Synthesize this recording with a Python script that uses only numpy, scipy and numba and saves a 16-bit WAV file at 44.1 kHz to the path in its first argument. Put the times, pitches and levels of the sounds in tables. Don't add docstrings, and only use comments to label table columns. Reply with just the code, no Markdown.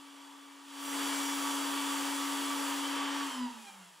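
import sys
import numpy as np
from numba import njit
from scipy import signal
from scipy.fft import rfft, irfft
from scipy.io import wavfile
from scipy.ndimage import uniform_filter1d

SR = 44100
rng = np.random.default_rng(int(sys.argv[2]) if len(sys.argv) > 2 else 0)


def how_loud(loudness_db):
    steps = np.asarray(loudness_db, float) / 20
    return 10 ** steps


def master_out(mix):
    frames = np.transpose(np.atleast_2d(mix))
    ceiling = np.clip(frames, -1, 1)
    pcm = np.round(ceiling * 32767).astype(np.int16)
    wavfile.write(sys.argv[1], SR, pcm)


N = 176400
STEP = 40

SHAFT_HZ = 280.26
# centre in Hz, width in Hz, lift in dB.
BODY = [(911.5, 193, 12), (1185, 300, 6.5), (1567, 600, 2.5), (2290, 540, -2.5), (3096, 730, 5.5),
        (7530, 470, 4.5), (10570, 1030, 4.5)]
# centre in Hz, width in Hz, change # of the sides in dB.
NARROW = [(2030, 980, -31), (6240, 2320, -29), (10900, 1540, -31)]


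def walk(rate, count=1):
    hold = max(int(SR / STEP / rate), 8)
    levels = rng.standard_normal((count, N // STEP // 8 + 1))
    steps = np.repeat(levels, hold, axis=1)[:, :N // STEP]
    return 1.3 * uniform_filter1d(uniform_filter1d(steps, hold), hold)


def bumps(hz, table):
    return sum(db * np.exp(-np.log(2) * (2 * (hz - centre) / width) ** 2) for centre, width, db in table)


def curve(hz, table):
    points = np.array(table)
    return np.interp(np.log(hz + 1), np.log(points[:, 0]), points[:, 1])


def notch(hz):
    null_hz, null_width_hz, null_db = 13270, 1350, -32
    null = null_db * np.exp(-(2 * (hz - null_hz) / null_width_hz) ** 6)
    return null + bumps(hz, [(9330, 1630, -3.5)])


def speed(t):
    off_s, slow_per_s, ease_per_s2 = 3.205, .68, .09
    late = np.clip(t - off_s, 0, None)
    return 1 - slow_per_s * late + ease_per_s2 * late ** 2


def coast(t, column):
    # time in seconds, air flow in dB, brush load in dB, bearing load in dB.
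    run_down = [
        (3.2, 3, -1.5, 1),
        (3.28, 1.5, -0.5, -3),
        (3.35, -1.5, -1, -3),
        (3.45, -6, -16, 0.5),
        (3.51, -8, -18, -9.5),
        (3.63, -11.5, -12.5, -17),
        (3.685, -12.5, -16, -2),
        (3.74, -14.5, -31, -18),
        (3.85, -17.5, -30, -15.5),
        (4, -22.5, -30, -30),
    ]
    points = np.array(run_down)
    return np.interp(t, points[:, 0], points[:, column])


def hum(share, turn):
    # centre in Hz, width in Hz, left level in dB, right level in dB.
    frame_modes = [(280.8, 11.3, -36, -41), (249.7, 9.3, -28.5, -30), (226.4, 7, -48.5, -40.5),
                   (215, 8.4, -66, -72), (193.6, 7, -48.5, -48), (182, 7.7, -51.5, -52),
                   (166, 7.1, -66, -64)]
    force_db = 12 * np.log2(share) + np.repeat(0.31 * walk(6.88)[0], STEP)
    force = how_loud(force_db) * np.sin(turn)
    lead = np.sin(turn[0] + 2 * np.pi * SHAFT_HZ * np.arange(-SR // 2, 0) / SR)
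    total = 0
    for hz, width, left_db, right_db in frame_modes:
        b, a = signal.iirpeak(hz, hz / (1.42 * width), SR)
        ring = np.r_[lead, force]
        for _ in range(3):
            ring = signal.lfilter(b, a, ring)
        total = total + np.sqrt(2) * ring[len(lead):] * how_loud(np.array([[left_db], [right_db]]))
    return total


@njit(fastmath=True)
def tones(turn, order, slip, gains, start, step):
    out = np.zeros((2, len(turn)))
    for k in range(len(order)):
        lag = start[k, 0]
        c, s = np.cos(start[k, 1]), np.sin(start[k, 1])
        for i in range(len(turn)):
            j = i // step
            lag += slip[k, j]
            phase = order[k] * turn[i] + lag
            wave = np.sin(phase)
            out[0, i] += gains[0, k, j] * wave
            if gains[1, k, j] > 3e-6:
                out[1, i] += gains[1, k, j] * (c * np.cos(phase) + s * wave)
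    return out


def whine(share, turn):
    # multiple of the shaft speed, centre level in dB, side level in dB.
    shaft_tones = [(2, -63.5, -69), (11, -56, -63), (12, -54.5, -64), (16, -64, -68), (17, -66, -101),
                   (18, -63, -78), (19, -66.5, -92), (22, -62, -94), (23, -62.5, -85), (24, -60.5, -70),
                   (27, -59, -51), (28, -58, -80), (29, -73.5, -76), (30, -58, -71), (31, -62, -54),
                   (32, -61, -55), (34, -86, -82), (37, -59, -79), (39, -71.5, -92), (40, -63, -81),
                   (41, -63, -80), (42, -63, -58), (43, -69, -59), (44, -61, -71), (45, -72, -66),
                   (47, -65, -59), (48, -77, -65), (49, -92, -79), (53, -73, -76), (54, -57, -77)]
    # multiple of the ball rate, centre level in dB, side level in dB.
    ball_tones = [(1, -47.5, -52.5), (2, -58.5, -65), (3, -55.5, -61), (4, -56.5, -64.5), (5, -58, -85),
                  (6, -72, -88), (7, -72, -76), (8, -76, -82), (9, -66, -81), (10, -67, -76),
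                  (13, -72, -72), (14, -66, -70)]
    # multiple of the shaft speed, centre level in dB, side level in dB.
    bearing_sidebands = [(4.619, -59, -73), (11.562, -63, -76), (12.853, -67, -79), (17.516, -65, -81),
                         (24.425, -64, -80), (25.63, -63, -79), (29.74, -65, -61), (36.812, -63, -73),
                         (39.05, -62, -78)]
    # centre in Hz, width in Hz, change
    # in dB.
    glide_bands = [(2400, 140, 6), (3320, 120, 4), (3920, 660, -4), (5100, 500, 4.5), (7400, 600, 6),
                   (10700, 800, 10), (14600, 900, 8)]
    balls_per_turn = 4.1045
    faint_db = -80

    rows = [(k, m, s) for k, m, s in shaft_tones]
    listed = [row[0] for row in rows]
    rows += [(k, faint_db, faint_db - 1) for k in range(13, 53) if k not in listed]
    rows += list(bearing_sidebands)
    first_ball = len(rows)
    rows += [(k * balls_per_turn, m, s) for k, m, s in ball_tones]
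    count = len(rows)
    order, mid_db, side_db = np.array(rows, float).T[:, :, None]
    ball = (np.arange(count) >= first_ball)[:, None]

    slow = share[::STEP]
    t = np.arange(len(slow)) * STEP / SR
    glide = np.clip(20 * (1 - slow), 0, 1)
    sway = walk(18, count=count)
    drift = walk(24.99, count=count)
    start = rng.uniform(0, 2 * np.pi, (count, 2))

    full = order * SHAFT_HZ
    hz = full * slow
    colour = (bumps(hz, BODY) - bumps(full, BODY)) * np.where(ball & (full > 2000), .3, 1)
    ball_load = coast(t, column=3) + glide * (bumps(hz, glide_bands) - 0.5)
    load = np.where(ball, ball_load, coast(t, column=2))
    wobble_db = 2.5 + 1.8 * glide * np.where(ball, -1, 1)
    db = colour + load + wobble_db * sway - 3 * (full > 14000)

    line_spread_hz = 1.9 * np.sqrt(order) * (1 + 2.48 * glide)
    slip = 2 * np.pi * line_spread_hz * drift / SR
    mid_gain_db = mid_db + db + notch(hz) - (order < 44) * notch(full)
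    side_gain_db = side_db + db + bumps(hz, NARROW)
    gains = how_loud(np.array([mid_gain_db, side_gain_db]))
    mid, side = tones(turn, order[:, 0].copy(), slip, gains, start, STEP)
    return np.sqrt(2) * np.array([mid + side, mid - side])


def fan(t, turn):
    # pitch in Hz, level in dB per Hz.
    hiss_mid = [(25, -114), (150, -97), (350, -80), (700, -82), (2000, -78.5), (4000, -84), (9000, -84.5),
                (16000, -97)]
    # pitch in Hz, level in dB per Hz.
    hiss_side = [(25, -117), (150, -105), (600, -81), (1200, -78), (3000, -85.5), (4500, -101.5),
                 (9000, -83), (16000, -93.5)]
    hz = np.arange(N // 2 + 1) * SR / N
    air, other = rfft(rng.standard_normal((2, N))) * np.sqrt(SR / 2)
    mid = air * how_loud(curve(hz, hiss_mid) + bumps(hz, BODY) + notch(hz))

    shared = 0.58 + .2 * (hz > 7000)
    shift = np.pi / 2 - 0.24 * (hz < 1500)
    side = shared * air * np.exp(1j * shift) + np.sqrt(1 - shared ** 2) * other
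    side = side * how_loud(curve(hz, hiss_side) + bumps(hz, NARROW)) * (hz < 15200)

    stereo = np.array([mid + side, mid - side])
    flicker = how_loud(0.7 * walk(9.08, count=6))
    throb = 1 + 0.11 * (np.sin(turn) + 0.47 * np.sin(2 * turn))
    octave = np.log2(np.clip(hz / 500, 1, 32))
    total = 0
    for i in range(6):
        band = np.clip(1 - abs(octave - i), 0, 1)
        total = total + irfft(stereo * band, N) * np.repeat(flicker[i], STEP) * throb ** (i > 2)
    return total * how_loud(coast(t, column=1))


def scene():
    # time in seconds, volume in dB, the arm's change of the treble in dB.
    volume_and_arm = [(0, -17, -3.5), (.64, -18.5, -3.5), (.84, -6.5, 1.5), (.95, -1, 0.5), (1.15, 0, 0),
                      (2.2, -1, -0.5), (2.7, -0.5, -1), (3.05, -0.5, -8), (3.3, -1.5, -5), (3.45, -1.5, -5),
                      (3.6, -2, 0), (4, 2.5, 2)]
    echo_s, echo_db = .05, -10
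    shade_hz = 5400
    t = np.arange(N) / SR
    share = speed(t)
    turn = 2 * np.pi * np.cumsum(SHAFT_HZ * share) / SR

    tone = whine(share, turn)
    echo = how_loud(echo_db) * np.roll(tone, int(echo_s * SR), axis=1)
    air = tone + echo + fan(t, turn)
    low = signal.sosfiltfilt(signal.butter(2, shade_hz, fs=SR, output="sos"), air)

    times, volume_db, shade_db = np.array(volume_and_arm).T
    volume = how_loud(np.interp(t, times, volume_db))
    shade = how_loud(np.interp(t, times, shade_db))
    return volume * (low + shade * (air - low) + hum(share, turn))


def band_limit(x):
    return signal.sosfilt(signal.butter(12, 16820, fs=SR, output="sos"), x)


def record(dry):
    top_cut = signal.ellip(14, .2, 80, 15700, fs=SR, output="sos")
    heard = signal.sosfilt(top_cut, dry)
    return band_limit(heard)


dry = scene()
out = record(dry)
master_out(out)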